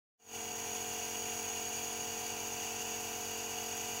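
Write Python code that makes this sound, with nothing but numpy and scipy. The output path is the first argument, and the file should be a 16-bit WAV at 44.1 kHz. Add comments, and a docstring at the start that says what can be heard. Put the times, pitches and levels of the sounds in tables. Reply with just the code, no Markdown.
"""Nebulizer in a small room

One fixed microphone, close to a mouthpiece held for a puppy that is itself not heard.
The air jet hisses and sputters through the resonances of the cup, its colour shifting as the hand
turns it. Underneath, the piston pump knocks 45 times a second and throbs against the motor's hum."""
import sys
import numpy as np
from scipy import signal
from scipy.fft import rfft, irfft
from scipy.io import wavfile
from scipy.ndimage import map_coordinates

SR = 44100
rng = np.random.default_rng(int(sys.argv[2]) if len(sys.argv) > 2 else 0)


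def log_audio(samples):
    """Write samples as a 16-bit WAV file to the path given in sys.argv[1]."""
    # one column per channel
    frames = np.atleast_2d(samples).T
    # limit to full scale, then quantise
    limited = np.clip(frames, -1, 1)
    pcm = np.round(limited * 32767).astype(np.int16)
    wavfile.write(sys.argv[1], SR, pcm)


N = 176400
T = np.arange(N) / SR
HZ = np.maximum(np.arange(N // 2 + 1) * SR / N, 1)

JET_FROM_HZ = 1640   # the pump rattles below, the jet hisses above
JET_DB, SPUTTER_DB, SPUTTERS_PER_S = -1.34, 0.7, 170
SURGE_DB, SURGES_PER_S = 0.3, 15
TURN_START_S, TURN_END_S, TURN_SHARE = 1.52, 2.7, 0.88
PUMP_HZ, HUM_HZ = 45.345, 99.94
PHASE_ORIGIN_S = .91   # pump and hum count their cycles from here
SPEED_WANDER_HZ, STROKE_JITTER_S = 0.0094, .000025
PUMP_DB, PUMP_FLUTTER_DB = 0.24, 0.44
THROB_DEPTH, THROB_FULL_HZ = 0.2, 960   # the throb deepens with pitch up to here
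RATTLE_DB, RATTLE_WAVER_DB = -0.97, .8
SWAY_S, SWAYS_PER_S = .00003, 0.46

# Rushing air, before the resonances. Each row: frequency in Hz, noise density in dB per Hz.
AIR_SPECTRUM = [(30, -108.0), (60, -101), (125, -81), (180, -89), (300, -89.5), (420, -87.5), (560, -88.5),
                (1200, -92.5), (2400, -80), (4000, -89), (6300, -82.5), (8600, -94.5), (12300, -93.5),
                (15700, -88.5)]
# Peaks and dips of housing, cup and mouthpiece.
# Each row: centre in Hz, width in Hz, boost in dB, change in dB when fully turned.
AIR_RESONANCES = [(716, 37, 6.5, -7), (867, 142, 10.5, -11), (2135, 42.6, -11, -3), (2676, 35, -6.5, 4),
                  (2814, 190, 8.5, 1), (3135, 24, -12, -11), (3310, 70, 5.5, -3), (3880, 120, -5.5, 1),
                  (4250, 82, 2, -3.5), (4636, 150, 6, 1.5), (5335, 163, -6, 2.5), (5777, 128, 8, -1),
                  (6320, 146, 4.5, 3), (6663, 136, 18, -4), (7127, 123, 9.5, 3), (7660, 77, 0.5, -1),
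                  (7910, 190, 6, 0.5), (9445, 275, 10, -2), (10100, 200, 7.5, -2.5), (11320, 110, 4, 2),
                  (12440, 340, -9, 6), (13140, 67, 10.5, -4.5), (13350, 130, 2, 10.5),
                  (14000, 200, 5.5, -5), (14240, 110, -6, 3), (14700, 200, 6.5, -4)]
# The jet's level as the mouthpiece shifts. Each row: time in seconds, gain in dB.
JET_GAINS = [(.3, -.8), (.9, 0.1), (1.5, .3), (2.1, -0.05), (2.8, 0), (3.4, -0.24), (4, 0.1)]
# The pump's tones. Each row: multiple of the stroke rate, base level in dB.
PUMP_HARMONICS = [(1, -69.5), (2, -65.5), (3, -72.5), (4, -96.5), (5, -57.5), (6, -68.5), (7, -61),
                  (8, -69), (9, -58.5), (10, -52), (11, -63), (12, -72.5), (13, -71), (14, -82),
                  (15, -60.5), (16, -52.5), (17, -65), (18, -62.5), (19, -62.5), (20, -76), (21, -73),
                  (22, -69), (23, -67.5), (24, -70.5), (25, -78.5), (26, -68.5), (27, -70.0), (28, -76),
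                  (29, -71), (30, -70.5), (31, -67.5), (32, -68.4), (33, -79), (34, -66), (35, -66.5),
                  (36, -94)]
# The knocks of one stroke. Each row: lowest frequency in Hz, moment as a share of the turn,
# random phase scatter of the harmonics in radians, which softens the knock.
STROKE_KNOCKS = [(0, 0.2093, 1.16), (570, .33, 1.68), (1100, .44, 1.1)]
# Magnetic hum, alone and riding on pump harmonics.
# Each row: multiple of the hum, added multiple of the stroke rate, level in dB.
HUM_TONES = [(1, 0, -64.5), (2, 0, -76), (1, 19, -61), (1, 20, -66)]
# Surfaces near the microphone. Each row: echo delay in seconds, level in dB.
NEAR_ECHOES = [(.00137, -24), (.00217, -21), (.0031, -29.5), (.0045, -19.5), (.0064, -13.5)]
# The opening fade. Each row: time in seconds, gain in dB.
FADE_IN = [(.17, -74), (.2, -30), (.27, -15.5), (.35, -1.1), (.55, -1.1), (.68, 0.5), (4, 0.5)]


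def jet():
    """Close up, the hiss sputters as liquid feeds the nozzle, and rings in the cup and mouthpiece."""
    flow = from_db(SPUTTER_DB * drift(SPUTTERS_PER_S) + SURGE_DB * drift(SURGES_PER_S))
    spray = rms_one(flow * rng.standard_normal(N))
    spray = signal.sosfilt(signal.butter(4, JET_FROM_HZ, "high", fs=SR, output="sos"), spray)
    straight = colour(spray, air_path_db(0))
    turned = colour(spray, air_path_db(TURN_SHARE))
    blend = np.interp(T, [TURN_START_S, TURN_END_S], [0, 1])
    gain = from_db(JET_DB + np.interp(T, *np.transpose(JET_GAINS)))
    return gain * ((1 - blend) * straight + blend * turned)


def air_path_db(turn):
    """Gain that colours unit noise like the air path, mouthpiece straight (0) to fully turned (1)."""
    hz, db = np.transpose(AIR_SPECTRUM)
    slope = np.interp(np.log(HZ), np.log(hz), db) + 10 * np.log10(SR / 2)
    return slope + sum((boost + turn * change) * np.exp(-.5 * ((HZ - centre) / width) ** 2)
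                       for centre, width, boost, change in AIR_RESONANCES)


def pump(turns):
    """Harmonics bunch into the knocks of each stroke and throb as the rotor slips behind the mains."""
    slip = HUM_HZ * (T - PHASE_ORIGIN_S) - 2 * turns
    out = 0
    for multiple, db in PUMP_HARMONICS:
        hz = multiple * PUMP_HZ
        _, moment, scatter = [knock for knock in STROKE_KNOCKS if hz >= knock[0]][-1]
        phase = scatter * rng.standard_normal() * (multiple > 2)
        depth = THROB_DEPTH * min(hz / THROB_FULL_HZ, 1)
        throb = 1 + depth * np.cos(2 * np.pi * (slip + rng.random()))
        gain = from_db(PUMP_DB + db + PUMP_FLUTTER_DB * drift(4.2)) * throb
        out = out + gain * np.sqrt(2) * np.cos(2 * np.pi * multiple * (turns - moment) + phase)
    return out


def crank_turns():
    """The crank turns at nearly constant speed, each stroke a hair early or late."""
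    wander = np.cumsum(SPEED_WANDER_HZ * drift(0.51)) / SR
    return PUMP_HZ * (T - PHASE_ORIGIN_S + STROKE_JITTER_S * drift(22)) + wander


def rattle():
    """Valves and housing give off a low, wavering noise."""
    waver = from_db(RATTLE_WAVER_DB * drift(20))
    noise = colour(waver * rng.standard_normal(N), air_path_db(0))
    return from_db(RATTLE_DB) * signal.sosfilt(signal.butter(4, JET_FROM_HZ, fs=SR, output="sos"), noise)


def motor_hum(turns):
    """The motor's iron buzzes at twice the mains frequency and mixes with the pump's vibration."""
    first_knock_s = STROKE_KNOCKS[0][1] / PUMP_HZ
    cycles = HUM_HZ * (T - PHASE_ORIGIN_S - first_knock_s)
    return sum(from_db(db) * np.sqrt(2) * np.cos(2 * np.pi * (of_hum * cycles + of_pump * turns))
               for of_hum, of_pump, db in HUM_TONES)


def near_surfaces(hiss):
    """Short echoes comb the hiss at the microphone; their delays move as the hand sways."""
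    out = hiss
    for delay_s, db in NEAR_ECHOES:
        read_at = (T - delay_s - SWAY_S * drift(SWAYS_PER_S)) * SR
        out = out + from_db(db) * map_coordinates(hiss, [read_at], order=3)
    return out


def colour(x, db):
    """Causal filter with the given gain at every frequency, so that resonances ring after a pulse."""
    cepstrum = irfft(np.log(from_db(db)), N)
    cepstrum[1:N // 2] *= 2   # fold onto positive time for minimum phase
    cepstrum[N // 2 + 1:] = 0
    return irfft(rfft(x) * np.exp(rfft(cepstrum)), N)


def drift(rate):
    """Smooth random curve of unit rms, changing about rate times a second."""
    return rms_one(irfft(rfft(rng.standard_normal(N)) / (1 + (HZ / rate) ** 2), N))


def from_db(db):
    """Decibels to gain."""
    return 10 ** (np.asarray(db) / 20)


def rms_one(x):
    """Scale to unit rms."""
    return x / np.sqrt(np.mean(x ** 2) + 1e-20)


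def scene():
    """Compressor and jet from one spot close by, in mono."""
    turns = crank_turns()
    return (pump(turns) + motor_hum(turns) + rattle() + near_surfaces(jet()))[None]


def record(dry):
    """The microphone's channel fades in, with the top cut above 15.75 kHz."""
    faded = dry * from_db(np.interp(T, *np.transpose(FADE_IN)))
    return signal.sosfilt(signal.ellip(12, .1, 70, 15750, fs=SR, output="sos"), faded)


dry = scene()
out = record(dry)
log_audio(out)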